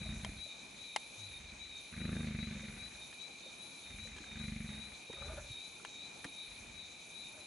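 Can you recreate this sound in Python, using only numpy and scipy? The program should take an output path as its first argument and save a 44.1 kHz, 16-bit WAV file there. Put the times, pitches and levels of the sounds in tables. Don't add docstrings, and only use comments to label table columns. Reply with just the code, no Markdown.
import sys
import numpy as np
from scipy import signal
from scipy.fft import rfft, irfft
from scipy.io import wavfile
from scipy.ndimage import uniform_filter1d

SR = 44100
rng = np.random.default_rng(int(sys.argv[2]) if len(sys.argv) > 2 else 0)


def generate_wav(sig):
    pcm = np.round(np.clip(np.atleast_2d(sig).T, -1, 1) * 32767).astype(np.int16)
    wavfile.write(sys.argv[1], SR, pcm)


def to_linear_factor(level_db):
    exponent = np.asarray(level_db, float) / 20
    return 10 ** exponent


N = 328986
TIME = np.arange(N) / SR

# [t/s of the flap at its height, flap rate there/Hz, slowing/(Hz per s)]
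GROWL_PACE = [
    (.123, 28.3, 3),
    (.29, 33, 12),
    (.78, 25, 8),
    (1.4826, 24.6, 13),
    (2.116, 26.7, 6.5),
    (3.985, 23.6, 8),
    (4.5207, 24.8, 10.8),
    (5.32, 25.5, 12),
    (6.697, 23.5, 8),
]
# [attack/s, release/s, throat level/dB, chest level/dB, rasp level/dB]
GROWL_EFFORT = [
    (0.91, 0.3, -46, -46.5, -60),
    (.05, 0.14, -50, -48, -63),
    (.1, 0.13, -66.5, -67, -71),
    (0.26, 0.31, -62.5, -57.5, -65.5),
    (.23, 0.86, -40, -48, -55),
    (0.14, 0.44, -57.5, -53, -62),
    (.27, 0.43, -44, -49.5, -58),
    (.17, 0.2, -59.5, -47, -65),
    (0.311, 0.28, -65, -61.5, -68.5),
]
# [loss at start of attack/dB, its curve power, loss at end of release/dB, its curve power]
SWELL_SHAPE = [
    (28, 2.83, 27.5, 2.42),
    (22, 3.5, 16, 1.27),
    (14, 5.6, 10.5, 3),
]
# [t/s, rebound flap over first flap/dB, roughness 0-1]
MANNER = [(0, -2, .35), (.5, -4, .4), (1.4, -8, .25), (1.95, 1, .12), (2.05, 6, .08), (2.17, 6, .1),
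          (2.26, -1, .1), (2.36, -10, .14), (2.7, -2, .3), (4.0, -4, .35), (4.4, -2, .1), (4.48, -15, .07),
          (4.62, -12, .07), (4.72, -1, .25), (5.3, -1, .15), (6.7, -4, .5)]
SPEED_UP_HZ_PER_S, CLOSING_DB_PER_S = 8, 120
REBOUND_S, FLAP_S = .0133, .0061
# [f/Hz, width/Hz, level/dB]
THROAT_MODES = [(150, 42, -15.5), (217, 32, 0)]
PHARYNX_MODES = [(313.8, 42, -23.5), (520, 376, -38.5), (744, 340, -40)]
CHEST_MODES = [(51.4, 35, -7.5), (92, 95, -6)]
MOUTH_MODES = [(1287, 160, -1.5), (1580, 240, -0.5), (1900, 240, -6), (2164, 380, 2)]
# [middle t/s, half length/s, level/dB, mouth resonance f/Hz]
SNARLS = [
    (5.239, .09, -57, 560),
    (5.312, 0.054, -53.5, 625),
    (5.386, 0.019, -49, 588),
    (5.439, 0.056, -63, 575),
    (7.375, 0.058, -64, 620),
]
SNARL_FADE_DB = 8.5
# [f/Hz, width/Hz, level/dB]
SNARL_UPPER_MODES = [(1236, 80, 4), (1430, 140, 2)]
# [t/s, f/Hz, level/dB]
MOAN = [
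    (1.15, 97.7, -80),
    (1.198, 104, -58),
    (1.224, 102, -56),
    (1.304, 98, -59),
    (1.309, 98.3, -66),
]
# [t/s, peak level/dB, f/Hz, t60/s]
SMACKS = [(.055, -51, 626, .098), (.262, -45.5, 636, .03), (.287, -47, 290, .04), (.46, -51, 570, .054),
          (2.56, -52, 520, .15), (2.629, -52, 540, .087), (3.459, -48.5, 520, .077), (4.05, -52, 490, .089),
          (4.158, -54, 377, .15), (4.2, -51, 303, .12), (4.398, -50, 1600, .06), (4.43, -55, 1430, .08),
          (5.097, -39.5, 457, .023), (5.098, -50, 233, .057), (5.1, -51, 900, .03), (5.133, -47, 370, .05),
          (5.168, -52, 1230, .07), (5.261, -51, 420, .15), (5.286, -49, 1220, .08), (5.33, -51, 330, .12),
          (5.501, -41.5, 115, .046), (5.797, -52, 1200, .03), (7.336, -58, 1260, .13)]
# [f/Hz, peak level/dB, t60/s]
THUMP_RINGS = [(180, -42.5, 0.031), (277, -46.5, 0.18), (460, -47.5, 0.022), (710, -54, 0.12),
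               (1010, -50, 0.049)]
THUMP_S = 6.248
# [t/s, peak level/dB, low ring f/Hz, brightness/dB, scatter/s]
GEAR_CLICKS = [
    (0.2474, -26.5, 1493, 24, 0.00113),
    (0.9618, -18, 860, -8, .0015),
    (3.128, -42.5, 1830, -16, .006),
    (5.8495, -32, 1780, -8, 0.00062),
]
BONE_CLICKS = [
    (4.165, -44, 1820, -4, 0.0057),
    (4.183, -38.5, 1700, -11, 0.0019),
    (4.239, -44, 1600, -8, .004),
    (5.129, -40, 1900, -11, 0.0074),
    (5.221, -42, 1186, -29, 0.0065),
    (6.244, -32, 1810, -16, 0.01),
]
# [f/Hz, level/dB, t60/s]
CLICK_BODY = [(1070, 2, 0.018), (1335, 2.5, 0.019), (1614, -1.5, 0.027), (1900, 8, 0.0062),
              (2130, 9, 0.021), (2820, 5.5, 0.016), (3170, 5.5, 0.026), (3890, 0, 0.018), (4910, 0, 0.0081),
              (6030, -13.5, 0.0039), (8300, -31, 0.0027), (10000, -14, 0.0012)]
GEAR_PAN_DB, BONE_PAN_DB, CLICK_T60_S = 4.5, 0, 0.02
# [delay/s, level/dB]
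ECHOES = [(.0035, -9.5), (.0052, -8), (.0081, -25), (.011, -17)]
RISING_FIRST_S, RISING_PERIOD_S, HURRY_FROM_S, HURRY_SHARE = .036, .3998, 6.03, .037
RISING_DB, RISING_SPREAD_DB = -56.5, .5
# [t/s, level/dB]
FADING_CRICKET = [(.11, -61), (.51, -60), (.92, -61), (1.32, -61.5), (1.73, -58), (2.13, -65), (4.13, -67),
                  (4.75, -59), (5.14, -60), (5.545, -56.5), (5.94, -59), (6.35, -57)]
# [first t/s, period/s, f/Hz, chirp length/s, level/dB, left over right/dB, tooth flutter 0-1]
EVEN_CRICKETS = [
    (.088, .4221, 3714, .13, -58, -1, .3),
    (.14, .455, 3980, .07, -64, 6, .2),
    (.26, .458, 3620, .08, -67, 0, .2),
]
# [start t/s, length/s, level of the rest that follows/dB]
KATYDID_WAVES = [(-.1, 0.56, -70), (.87, 0.5, -74), (1.814, 0.42, -70), (2.67, 0.5, -69.5),
                 (3.62, 0.43, -72), (4.445, 0.46, -66.5), (5.344, .45, -76), (6.202, .42, -70),
                 (7.073, .5, -70)]
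KATYDID_STROKES_HZ, KATYDID_DB, KATYDID_RISE_S, KATYDID_FALL_S = 27, -63, 0.11, 0.062
# [f/Hz, width/Hz, level/dB, left-right likeness 0-1, left over right/dB, flicker/dB]
CHORUS_BANDS = [
    (2398.5, 149, -57, 0.78, 1, 0.5),
    (3844, 490, -58.5, 0.53, 1, 1.5),
    (6376, 1300, -63, 0.66, 1.5, 1.38),
    (3043, 270, -70.5, 0.21, -0.5, 1),
]
# [f/Hz, level/dB]
NIGHT_COLOUR = [(25, -28), (45, -3), (90, -4), (220, 0.5), (500, -3.5), (850, -2.5), (1100, -7),
                (1900, -10), (3000, -20.5), (4900, -15), (8300, -18), (11200, -15)]
# [f/Hz, likeness 0-1]
NIGHT_LIKENESS = [(60, 0.94), (200, 0.82), (400, 0.42), (900, 0.04), (2000, 0), (5000, 0.47), (11000, 0.66)]
NIGHT_DB = -58
TREBLE_END_HZ = 11060


def flap_count():
    count = np.zeros(N)
    for (s, rate, slowing), (attack, *_) in zip(GROWL_PACE, GROWL_EFFORT):
        t = TIME - s
        mine = t > -attack
        change = np.where(t < 0, SPEED_UP_HZ_PER_S, -slowing)
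        count[mine] = (rate * t + change * t ** 2 / 2)[mine]
    return count


def flaps():
    rebound_db, rough = in_time(MANNER)
    at = np.flatnonzero(np.diff(np.floor(flap_count())) > 0)
    chance = rng.standard_normal((4, len(at))) * rough[at]
    pulses = np.zeros(N + SR)
    first = np.maximum(at + (SR * (.001 + .006 * chance[0])).astype(int), 0)
    pulses[first] += to_linear_factor(6 * chance[1])
    delay = (REBOUND_S - .00026 * np.maximum(rebound_db[at], 0)) * (1 + .3 * chance[2])
    pulses[first + (SR * delay).astype(int)] += to_linear_factor(rebound_db[at] + 3.3 * chance[3])
    pulses = pulses[:N]
    puff = signal.lfilter([1], [1, -np.exp(-1 / (.0055 * SR))], pulses)
    return pulses, puff, rough


def effort():
    out = np.zeros((3, N))
    for (s, *_), (attack, release, *peaks_db) in zip(GROWL_PACE, GROWL_EFFORT):
        before = np.maximum(s - TIME, 0) / attack
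        after = np.maximum(TIME - s, 0) / release
        closed_s = np.maximum(np.maximum(s - attack - TIME, TIME - s - release), 0)
        for k, (rise_db, rise_power, fall_db, fall_power) in enumerate(SWELL_SHAPE):
            loss_db = rise_db * before ** rise_power + fall_db * after ** fall_power
            loss_db = loss_db + CLOSING_DB_PER_S * closed_s
            out[k] = np.maximum(out[k], to_linear_factor(peaks_db[k] - loss_db))
    return out


def growls(pulses, puff, rough):
    throat_gain, chest_gain, rasp_gain = effort()
    air = rng.standard_normal((3, N))
    source = .11 * rough * air[0] * (puff + .3) - pulses
    pressed = to_linear_factor(0.33 * in_time(MANNER)[0])
    flap = np.hanning(int(FLAP_S * SR))
    soft = np.convolve(source, flap / flap.sum(), "same")
    upper_throat = band(cavity(source, PHARYNX_MODES), 355, 570)
    throat = even_out(cavity(soft, THROAT_MODES) + pressed * upper_throat)
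    chest = even_out(cavity(uniform_filter1d(soft, size=300), CHEST_MODES))
    breath = air[2] * (puff + .2) + 4.5 * pulses
    mouth = pressed ** 2.4 * cavity(breath, MOUTH_MODES[:2]) + cavity(breath, MOUTH_MODES[2:])
    rasp = even_out(band(mouth, 1250, 2700))
    return throat_gain * throat + chest_gain * chest + rasp_gain * rasp


def snarls(puff):
    levels_db = [db - SNARL_FADE_DB * ((TIME - s) / half) ** 2 for s, half, db, _ in SNARLS]
    mouth_hz = in_time(SNARLS)[2]
    air = rng.standard_normal((3, N)) * (puff + 1.2)
    narrow = signal.sosfilt(signal.butter(2, 24, fs=SR, output="sos"), air[:2])
    turns = 2 * np.pi * np.cumsum(mouth_hz) / SR
    low = even_out(narrow[0] * np.cos(turns) + narrow[1] * np.sin(turns), span_s=0.043)
    upper = to_linear_factor(-7.5) * rms_one(cavity(air[2], SNARL_UPPER_MODES))
    hoarse = to_linear_factor(-3) * rms_one(band(air[2], 320, 1220))
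    flutter = to_linear_factor(-3) * rms_one(band(puff, 92, 130))
    return to_linear_factor(np.max(levels_db, axis=0)) * (low + upper + hoarse + flutter)


def moan():
    s, hz, level_db = np.transpose(MOAN)
    turns = 2 * np.pi * np.cumsum(np.interp(TIME, s, hz)) / SR
    return np.sqrt(2) * to_linear_factor(np.interp(TIME, s, level_db, -120, -120)) * np.sin(turns)


def smacks():
    out = np.zeros(N)
    thump = [(THUMP_S, db, hz, t60) for hz, db, t60 in THUMP_RINGS]
    for s, db, hz, t60 in SMACKS + thump:
        push = np.zeros(int(.3 * SR))
        push[:150] = rng.standard_normal(150) * np.hanning(150)
        sound = ring(push, hz, t60) + .5 * ring(-push, hz * 1.19, t60 * 0.85)
        i = int(s * SR)
        out[i:i + len(sound)] += (to_linear_factor(db) * sound / np.abs(sound).max())[:N - i]
    return out


def clicks():
    out = np.zeros((2, N))
    placed = [(*c, GEAR_PAN_DB) for c in GEAR_CLICKS] + [(*c, BONE_PAN_DB) for c in BONE_CLICKS]
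    length = int(.2 * SR)
    for s, db, hz, bright_db, scatter, pan_db in placed:
        cracks = np.zeros((2, length))
        draw = rng.random((3, 6))
        cracks[:, (draw[0] * scatter * SR).astype(int)] = 2 * draw[1:] - 1
        cracks[:, 0] = 1
        bright = sum(to_linear_factor(mode_db + bright_db) * ring(cracks[k % 2], mode_hz, t60)
                     for k, (mode_hz, mode_db, t60) in enumerate(CLICK_BODY))
        fade = np.exp(-TIME[:length] / (0.0023 + scatter / 2))
        snap = to_linear_factor(bright_db + 11) * rng.standard_normal(length) * fade
        sound = band(ring(cracks[0], hz, CLICK_T60_S) + bright + snap, 500, 14000)
        i = int(s * SR)
        out[:, i:i + length] += pan(to_linear_factor(db) * sound / np.abs(sound).max(), pan_db)
    return out


def outdoors(x):
    bright = band(x.mean(axis=0), 730, 3300)
    out = x.copy()
    for k, (s, db) in enumerate(ECHOES):
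        lag = int(s * SR)
        out[k % 2, lag:] += to_linear_factor(db) * bright[:-lag]
    return out


def crickets():
    due = RISING_FIRST_S + RISING_PERIOD_S * np.arange(19)
    due = due - HURRY_SHARE * np.maximum(due - HURRY_FROM_S, 0)
    rising = zip(due, rng.normal(RISING_DB, RISING_SPREAD_DB, len(due)))
    out = pan(chirps(rising, 3900, 225, .122, .12), 11)
    out += pan(chirps(FADING_CRICKET, 3795, -47, 0.17, 0.075), 1.1)
    for first, period, hz, length, db, pan_db, flutter in EVEN_CRICKETS:
        notes = [(s, db + rng.normal(0, 0.31)) for s in first + period * np.arange(18)]
        out += pan(chirps(notes, hz, -17, length, flutter), pan_db)
    return out


def chirps(notes, hz, glide_hz, length, flutter):
    out = np.zeros(N)
    t = np.arange(-length / 2, length / 2, 1 / SR)
    swell = np.abs(np.cos(np.pi * t / length)) ** .8
    pitch = hz + glide_hz * np.sin(2.6 * (t / length + .1)) / 2
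    for s, db in notes:
        start = 2 * np.pi * rng.random(2)
        tone = np.sin(2 * np.pi * np.cumsum(pitch) / SR + start[0])
        teeth = 1 + flutter * np.sin(2 * np.pi * 86 * t + start[1])
        at = int(s * SR) + (t * SR).astype(int)
        inside = (at >= 0) & (at < N)
        out[at[inside]] += (to_linear_factor(db) * 2 * swell * tone * teeth)[inside]
    lag = int(0.082 * SR)
    out[lag:] += to_linear_factor(-10.0) * out[:-lag]
    return out * to_linear_factor(1.6 * drift(25))


def katydids():
    stroke = (.5 + .5 * np.cos(2 * np.pi * KATYDID_STROKES_HZ * TIME + .8 * drift(2))) ** 1.5
    rasp = resonate(resonate(pair(.88), 10600, 1900), 10600, 1900)
    next_starts = [wave[0] for wave in KATYDID_WAVES[1:]] + [9]
    corners = []
    for (s, length, rest_db), next_s in zip(KATYDID_WAVES, next_starts):
        corners += [(s, KATYDID_DB), (s + length, KATYDID_DB)]
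        corners += [(s + length + KATYDID_FALL_S, rest_db), (next_s - KATYDID_RISE_S, rest_db)]
    return to_linear_factor(in_time(corners)[0]) * rms_one(rasp * (2.2 + stroke) * to_linear_factor(1.3 * drift(37)))


def chorus():
    out = 0
    for hz, width, db, alike, pan_db, flicker_db in CHORUS_BANDS:
        once = resonate(pair(alike), hz, 1.29 * width)
        trill = rms_one(resonate(once, hz, 1.29 * width))
        flicker = flicker_db * (drift(5.9) / 2 + drift(20))
        out = out + trill * pan(to_linear_factor(db + flicker), pan_db)
    return out


def night():
    log_hz = np.log(np.maximum(np.fft.rfftfreq(N, 1 / SR), 1))
    colour_hz, colour_db = np.transpose(NIGHT_COLOUR)
    alike_hz, alike = np.transpose(NIGHT_LIKENESS)
    colour = np.interp(log_hz, np.log(colour_hz), colour_db)
    alike = np.clip(np.interp(log_hz, np.log(alike_hz), alike), 0, 1)
    mid, side = rfft(rng.standard_normal((2, N))) * to_linear_factor(colour)
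    both = np.sqrt(1 + alike) * mid + np.sqrt(1 - alike) * side * [[1], [-1]]
    return to_linear_factor(NIGHT_DB + 1.1 * drift(5.5)) * rms_one(irfft(both, N))


def rms_one(x):
    return x / np.sqrt(np.mean(x ** 2) + 1e-20)


def even_out(x, span_s=.12):
    return x / np.sqrt(np.abs(uniform_filter1d(x ** 2, size=int(span_s * SR))) + 1e-12)


def in_time(rows):
    s, *columns = np.transpose(rows)
    return [np.interp(TIME, s, c) for c in columns]


def drift(rate):
    knots = np.arange(int(N / SR * rate * 2) + 2)
    return np.interp(TIME * rate * 2, knots, rng.standard_normal(len(knots))) * 1.2


def resonate(x, hz, width_hz):
    r = np.exp(-np.pi * width_hz / SR)
    rise = np.array([1, 0, -1]) * (1 - r * r) / 2
    return signal.lfilter(rise, [1, -2 * r * np.cos(2 * np.pi * hz / SR), r * r], x + 1e-18)


def cavity(x, modes):
    return sum(to_linear_factor(db) * resonate(x, hz, width) for hz, width, db in modes)


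def ring(pushes, hz, t60):
    r = to_linear_factor(-60 / (t60 * SR))
    w = 2 * np.pi * hz / SR
    return signal.lfilter([0, np.sin(w)], [1, -2 * r * np.cos(w), r * r], pushes + 1e-18)


def band(x, lo_hz, hi_hz, order=2):
    return signal.sosfilt(signal.butter(order, [lo_hz, hi_hz], "band", fs=SR, output="sos"), x)


def pan(x, db):
    return np.array([x * to_linear_factor(db / 2), x * to_linear_factor(-db / 2)])


def pair(alike):
    mid, side = rng.standard_normal((2, N))
    return np.sqrt((1 + alike) / 2) * mid + np.sqrt((1 - alike) / 2) * side * [[1], [-1]]


def scene():
    pulses, puff, rough = flaps()
    cats = growls(pulses, puff, rough) + snarls(puff) + moan() + smacks()
    near = outdoors(pan(cats, 0) + clicks())
    return near + crickets() + katydids() + chorus() + night()


def band_limit(x):
    return signal.sosfilt(signal.butter(12, 12350, fs=SR, output="sos"), x)


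def record(dry):
    bass_cut = signal.sosfilt(signal.butter(4, 40, "high", fs=SR, output="sos"), dry)
    top_cut = signal.sosfilt(signal.ellip(12, .5, 50, TREBLE_END_HZ, fs=SR, output="sos"), bass_cut)
    return band_limit(top_cut)


dry = scene()
out = record(dry)
generate_wav(out)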